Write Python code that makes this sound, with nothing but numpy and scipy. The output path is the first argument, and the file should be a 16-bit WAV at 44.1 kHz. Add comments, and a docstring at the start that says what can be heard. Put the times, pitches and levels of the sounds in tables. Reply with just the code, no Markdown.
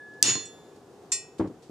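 """On a plank floor, close by, a hammer drives a punch through an old steel leaf spring.
The steel still sings from an earlier blow; the new one cracks, rings and rattles the leaves, and the pin drops out.
The punch is laid on the spring with a clink and the hammer is set down on the boards.
Rings are sums of damped sines; clashes, scuffs and air are coloured stereo noise. A limiter ducks the big blow."""
import sys
import numpy as np
from scipy import signal
from scipy.fft import rfft, irfft, next_fast_len
from scipy.io import wavfile
from scipy.ndimage import map_coordinates

SR = 44100
rng = np.random.default_rng(int(sys.argv[2]) if len(sys.argv) > 2 else 0)


def generate_wav(signal):
    """Clip the signal to [-1, 1] and save it as 16-bit WAV at the path in sys.argv[1]."""
    frames = np.transpose(np.atleast_2d(signal))
    scaled = np.clip(frames, -1, 1) * 32767
    pcm = np.round(scaled).astype(np.int16)
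    wavfile.write(sys.argv[1], SR, pcm)


N = 74970
BLOW_S, TAP_S = 0.2272, 1.1182


def amp(db):
    """Decibels to gain."""
    return 10 ** (np.asarray(db) / 20)


def along(points, hz):
    """Interpolate (Hz, value) points on a log frequency axis."""
    f, v = np.transpose(points)
    return np.interp(np.log(hz + 1), np.log(f + 1), v)


def since(start_s):
    """Seconds since start_s, zero before it."""
    return np.maximum(np.arange(N) / SR - start_s, 0)


def decay(t60s_elapsed):
    """Exponential decay: 60 dB down per t60 elapsed."""
    return np.exp(-np.log(1000) * t60s_elapsed)


def wobble(knots_per_s):
    """A smooth random curve through normally distributed knots."""
    knots = rng.standard_normal(int(N * knots_per_s / SR) + 4)
    return map_coordinates(knots, [np.arange(N) * knots_per_s / SR])


def filtered(x, response):
    """Multiply the spectrum of x by a response of frequency."""
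    size = next_fast_len(N + SR // 4)
    return irfft(rfft(x, size) * response(np.fft.rfftfreq(size, 1 / SR)), size)[..., :N]


def panned(left_minus_right_db):
    """Left and right gains for a level difference."""
    half_db = np.array([left_minus_right_db, -left_minus_right_db]).reshape(2, -1) / 2
    return amp(half_db)


# Stereo likeness of noise. Each row: frequency in Hz, left-right correlation before the lean.
ALIKE = [(100, 0.98), (500, 0.94), (1200, 0.82), (2500, 0.31), (6000, .45), (12000, 0.45)]
# Stereo lean of noise. Each row: frequency in Hz, left minus right in dB.
LEAN = [(100, 1.76), (500, 0.96), (2000, -1), (5000, -.5), (9000, 0), (13000, -1)]


def noise(colour):
    """Coloured stereo noise of rms 1, wider in the treble: mid and side share the power."""
    def mid_side_gains(hz):
        angle = np.arccos(np.clip(along(ALIKE, hz), -1, 1)) / 2
        return amp(along(colour, hz)) * [np.cos(angle), np.sin(angle)]

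    mid, side = filtered(rng.standard_normal((2, N)), mid_side_gains)
    pair = filtered(np.array([mid + side, mid - side]), lambda hz: panned(along(LEAN, hz)))
    return pair / pair.std()


def envelope(start_s, t60_s, rise_s):
    """A quick rise (time constant rise_s) and an exponential decay."""
    t = since(start_s)
    return decay(np.minimum(t / t60_s, 10)) * (1 - np.exp(-t / rise_s))


def wash(start_s, colour, t60s, rise_s):
    """Countless weak modes struck together, as noise whose bands each die at their own speed."""
    hz, t, bands = signal.stft(noise(colour), SR, nperseg=256)
    fade = decay(np.maximum(t - start_s, 0) / along(t60s, hz)[:, None])
    faded = signal.istft(bands * fade, SR, nperseg=256)[1][:, :N]
    return faded * (1 - np.exp(-since(start_s) / rise_s))


def ring(start_s, modes, rise_s):
    """Struck modes as a sum of damped sines."""
    return sum(amp(db) * envelope(start_s, t60_s, rise_s) * np.sin(2 * np.pi * hz * since(start_s))
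               for hz, db, t60_s in modes)


# Background spectrum. Each row: frequency in Hz, relative level in dB.
AIR_COLOUR = [(25, -38.5), (60, -21.5), (130, -10), (200, -12.5), (260, -8.5), (320, -7.5), (400, -3.5),
              (490, -7.5), (600, -17.5), (730, -11), (860, -16.5), (1250, -22.5), (1600, -26.5),
              (2100, -32), (4000, -33), (7000, -34), (10000, -41), (15000, -49.5)]
# Background level, before a slight wobble. Each row: time in seconds, rms level in dB.
AIR_LEVEL = [(0, -53.5), (.2, -51.5), (0.601, -49.5), (.72, -51.5), (.85, -52), (1.05, -51), (1.35, -52),
             (1.7, -53.5)]


def workshop_air():
    """A soft, hollow background rush: noise with a slowly drifting, slightly wavering level."""
    level_db = np.interp(since(0), *np.transpose(AIR_LEVEL))
    return noise(AIR_COLOUR) * amp(level_db + 0.39 * wobble(21))


# Long, pure ring of the earlier blow. 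Each row: frequency in Hz, level in dB, t60 in s before extra damping.
SINGING = [(1703.6, -43.5, 2.8), (3534, -70.5, 1.1), (8850, -74.5, 0.32)]
EXTRA_DAMPING_T60_S = 2.5


def singing_steel():
    """The earlier ring fades, faster once the spring is struck again."""
    return ring(0, SINGING, rise_s=0.00033) * decay(since(BLOW_S) / EXTRA_DAMPING_T60_S)


# Handling of tools. Each row: start in seconds, level in dB, t60 in seconds.
SCUFFS = [(.133, -62.5, .12), (.757, -60, .12), (1.382, -50, .13), (1.472, -54, 0.061),
          (1.621, -58.5, 0.41)]
# Scuff spectrum. Each row: frequency in Hz, relative level in dB.
SCUFF_COLOUR = [(1000, -14.5), (2500, -7.5), (4500, -4), (8500, -7.5), (11000, -22), (15000, -29)]


def handling():
    """Faint bright scuffs: short bursts of one coloured noise."""
    bursts = sum(amp(db) * envelope(s, t60_s, rise_s=0.003) for s, db, t60_s in SCUFFS)
    return noise(SCUFF_COLOUR) * bursts


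# Hammer face on punch head. Each row: frequency in Hz, level in dB before panning, t60 in seconds.
CRACK = [(3500, -10, 0.0047), (4994, 8, 0.0047), (6031, 11, .0045), (7900, 7, .005), (9490, 0, 0.0082),
         (11920, -5.5, 0.00517)]
CRACK_RISE_S, LEFT_LAG_S = 0.00056, 0.000014


def crack():
    """Hard contact: very short modes, reaching the left side slightly late."""
    sides = [ring(BLOW_S + lag_s, CRACK, CRACK_RISE_S) for lag_s in (LEFT_LAG_S, 0)]
    return np.array(sides) * panned(-1.5)


MODE_SPREAD_RAD, MODE_WANDER_RAD = 0.48, 0.16


def steel_mode(start_s, hz, db, t60_s, pan_db, rise_s):
    """One damped steel mode, wavering slightly and reaching each side in its own phase."""
    spread = MODE_SPREAD_RAD * rng.choice([-1, 1]) * np.array([[1], [-1]])
    wander = MODE_WANDER_RAD * np.array([wobble(45), wobble(45)])
    phase = rng.uniform(0, 2 * np.pi) + spread + wander
    tone = np.sin(2 * np.pi * hz * since(start_s) + phase)
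    return amp(db) * panned(pan_db) * envelope(start_s, t60_s, rise_s) * tone


# Modes of spring and punch. Each row: frequency in Hz, relative level in dB under the hammer,
# relative level in dB under a light tap, t60 in seconds, left minus right in dB.
STEEL = [(1075, -37, -44, .13, 0), (1400, -42, -51, .13, 0), (1895, -39, -43, .44, -2),
         (1938, -34, -56, .45, 0), (2030, -38, -49, .25, -2), (2401, -35, -41, .34, -3),
         (2600, -39, -39, .41, -6), (2696, -29, -65, .42, -1), (2736, -26, -65, .25, -3),
         (2953, -29, -46, .36, 3), (3435, -34, -52, .4, 0), (3510, -30, -61, .66, 0),
         (3601, -28, -36, .21, -2), (3693, -24, -52, .2, 0), (4254, -24, -33, .24, 2),
         (4285, -28, -40, .22, -2), (4635, -30, -52, .35, 1), (5010, -24, -32, .2, 4),
         (5180, -28, -46, .36, -4), (5303, -34, -38, .34, 7), (5624, -26, -38, .37, 3),
         (5809, -17, -28, .16, -7), (6464, -23, -47, .3, 2), (6658, -21, -28, .23, -2),
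         (6845, -29, -49, .62, -3), (7364, -22, -21, .2, 3), (7544, -26, -25, .24, 0),
         (7760, -28, -31, .15, -10), (8086, -26, -30, .16, 4), (8500, -25, -30, .19, -3),
         (8845, -36, -44, .3, 0), (9012, -27, -39, .26, -7), (9440, -33, -45, .21, -4),
         (9938, -41, -36, .2, -4), (11000, -38, -48, .19, -3), (11230, -41, -56, .26, -5),
         (12270, -44, -75, .18, -4), (13000, -46, -50, .13, -8)]
# Partials that swell as the loosened punch and leaves rattle. Each row: start in seconds, frequency in Hz,
# relative level in dB, t60 in seconds, rise time constant in seconds.
SWELLS = [(.258, 6843, -16.5, .36, .014), (.325, 4256, -29, .3, .02), (.345, 4287, -37, .26, .015),
          (.352, 1050, -39, .13, .003), (.4, 9841, -56, .45, .02)]
BLOW_RING_GAIN_DB = 2.2


def struck_steel():
    """The blow rings all spring and punch modes; a few partials swell in afterwards."""
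    modes = sum(steel_mode(BLOW_S, hz, db, t60_s, pan_db, rise_s=0.00033)
                for hz, db, _, t60_s, pan_db in STEEL)
    swells = sum(steel_mode(s, hz, db, t60_s, -2.5, rise_s) for s, hz, db, t60_s, rise_s in SWELLS)
    return amp(BLOW_RING_GAIN_DB) * (modes + swells)


# Leaf contacts, the first a clash, the rest rebounds. Each row: start in seconds, relative level in dB.
CLASHES = [(.2275, -18), (.256, -26), (.281, -27), (.299, -29), (.351, -33), (.394, -43)]
# Clash spectrum. Each row: frequency in Hz, relative level in dB.
CLASH_COLOUR = [(200, -30), (500, -10), (1400, -10.5), (2000, -7), (2800, -5.5), (3300, -6.5), (4500, -2.5),
                (6500, -3.5), (8300, -7.5), (10000, -15), (12500, -27), (15000, -40.5)]
# Clash decay. Each row: frequency in Hz, t60 in seconds.
CLASH_T60 = [(500, .3), (2000, 0.4), (6000, .34), (9000, 0.35), (13000, .22)]
CHATTER_T60_S, CHATTER_DULL_HZ = 0.081, 8000
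CHATTER_FLICKER_DB, FLICKER_KNOTS_PER_S = 4, 380


def chattering_leaves():
    """The leaves clash as a wash, then chatter in duller, flickering noise bursts."""
    (first_s, first_db), *rebounds = CLASHES
    clash = amp(first_db) * wash(first_s, CLASH_COLOUR, CLASH_T60, rise_s=0.00044)
    clash = clash * amp(0.99 * wobble(FLICKER_KNOTS_PER_S))
    bursts = sum(amp(db) * envelope(s, CHATTER_T60_S, rise_s=0.001) for s, db in rebounds)
    flicker = amp(CHATTER_FLICKER_DB * wobble(FLICKER_KNOTS_PER_S))
    chatter = noise(CLASH_COLOUR) * bursts * flicker
    return clash + filtered(chatter, lambda hz: 1 / (1 + (hz / CHATTER_DULL_HZ) ** 6))


# Modes of the floorboards. Each row: frequency in Hz, relative level in dB, t60 in seconds.
PLANKS = [(108, -12, .22), (194, -12, .16), (282, -3, .16), (324, -3, .15), (385, -4, .06), (475, -7, .08),
          (620, -16, .07), (732, -20, .08), (920, -17, .07), (1087, -20, .08)]
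# Thud decay. Each row: frequency in Hz, t60 in seconds.
THUD_T60 = [(100, 0.43), (400, .17), (3000, 0.21)]


def planks(knocks, colour):
    """Each knock rings the boards and adds a dull thud."""
    total = 0
    for start_s, ring_db, thud_db in knocks:
        boards = amp(ring_db) * panned(0.98) * ring(start_s, PLANKS, rise_s=0.00097)
        thud = amp(thud_db) * wash(start_s, colour, THUD_T60, rise_s=0.00073)
        total = total + boards + thud
    return total


# Spring and pin on the floor. Each row: start in seconds, board ring gain in dB, thud noise gain in dB.
JOLTS = [(.234, -24.5, -38), (.26, -32, -37), (.28, -45, -33), (.353, -32.5, -39.5), (.545, -72, -56.5)]
# Jolt thud spectrum. Each row: frequency in Hz, relative level in dB.
JOLT_COLOUR = [(30, -61), (60, -32), (95, -4), (140, 0.5), (200, -10), (340, 1), (600, -14), (900, -17.5),
               (1050, -6.5), (1300, -22.5), (3000, -33), (12000, -75)]


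def jolted_floor():
    """The jolted spring and the pin knock on the boards."""
    return planks(JOLTS, JOLT_COLOUR)


# Modes of the loose pin. Each row: frequency in Hz, level in dB, t60 in seconds.
PIN = [(5770, -43, 0.13), (7700, -41, 0.11), (8200, -43, 0.054), (13000, -72.5, .06)]
PIN_S = 0.454


def freed_pin():
    """The loose pin clinks once, as a few damped sines."""
    return ring(PIN_S, PIN, rise_s=0.00071)


# Tap noise spectrum. Each row: frequency in Hz, relative level in dB.
TAP_COLOUR = [(400, -42), (1000, -15.5), (1600, -13.5), (2200, -9.5), (4000, -7), (5500, -0.5), (7800, -5),
              (10000, -6.5), (12000, -37), (15000, -42.5)]
TAP_RING_GAIN_DB, TAP_NOISE_DB, TAP_T60_S = 0.3, -29, 0.13


def punch_laid_down():
    """A light steel-on-steel contact rings the same modes, mostly the high ones, with a noise burst."""
    modes = sum(steel_mode(TAP_S, hz, db, t60_s, pan_db, rise_s=0.00121)
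                for hz, _, db, t60_s, pan_db in STEEL)
    contact = amp(TAP_NOISE_DB) * noise(TAP_COLOUR) * envelope(TAP_S, TAP_T60_S, rise_s=0.0005)
    return amp(TAP_RING_GAIN_DB) * modes + contact


# Hammer head and handle settling. Each row: start in seconds, board ring gain in dB, thud noise gain in dB.
KNOCKS = [(1.396, -26, -23.5), (1.4085, -20, -30), (1.4421, -41.5, -34), (1.456, -29, -43.5),
          (1.5, -40, -45.5), (1.696, -34.5, -46.5)]
# Knock thud spectrum. Each row: frequency in Hz, relative level in dB.
THUD_COLOUR = [(25, -51), (55, -29), (110, -15), (170, -9.5), (320, -1.5), (480, -11.5), (700, -19.5),
               (1050, -21.5), (1500, -30), (2500, -40.5), (5000, -58), (12000, -79)]


def hammer_set_down():
    """The hammer's head and handle settle on the boards."""
    return planks(KNOCKS, THUD_COLOUR)


def scene():
    """All sources together."""
    background = workshop_air() + singing_steel() + handling()
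    blow = crack() + struck_steel() + chattering_leaves() + jolted_floor() + freed_pin()
    return background + blow + punch_laid_down() + hammer_set_down()


LIMIT_DB, RELEASE_DB_PER_S, LIMIT_SMOOTHING_S = -5.5, 183, 0.0014
RUMBLE_CUT_HZ, TOP_HZ = 55, 15500


def record(dry):
    """A limiter that is too slow for the crack, a low cut, clipping, and the band limit."""
    peak_db = 20 * np.log10(np.abs(dry).max(axis=0) + 1e-9)
    over_db = np.maximum(peak_db - LIMIT_DB, 0)
    # running peak of the overshoot, released at a constant dB rate
    recovery_db = RELEASE_DB_PER_S * since(0)
    duck_db = np.maximum.accumulate(over_db + recovery_db) - recovery_db
    keep = np.exp(-1 / (LIMIT_SMOOTHING_S * SR))
    limited = dry * amp(-signal.lfilter([1 - keep], [1, -keep], duck_db))
    low_cut = signal.butter(2, RUMBLE_CUT_HZ, 'highpass', fs=SR, output='sos')
    clipped = np.clip(signal.sosfilt(low_cut, limited), -1, 1)
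    return filtered(clipped, lambda hz: hz < TOP_HZ)


dry = scene()
out = record(dry)
generate_wav(out)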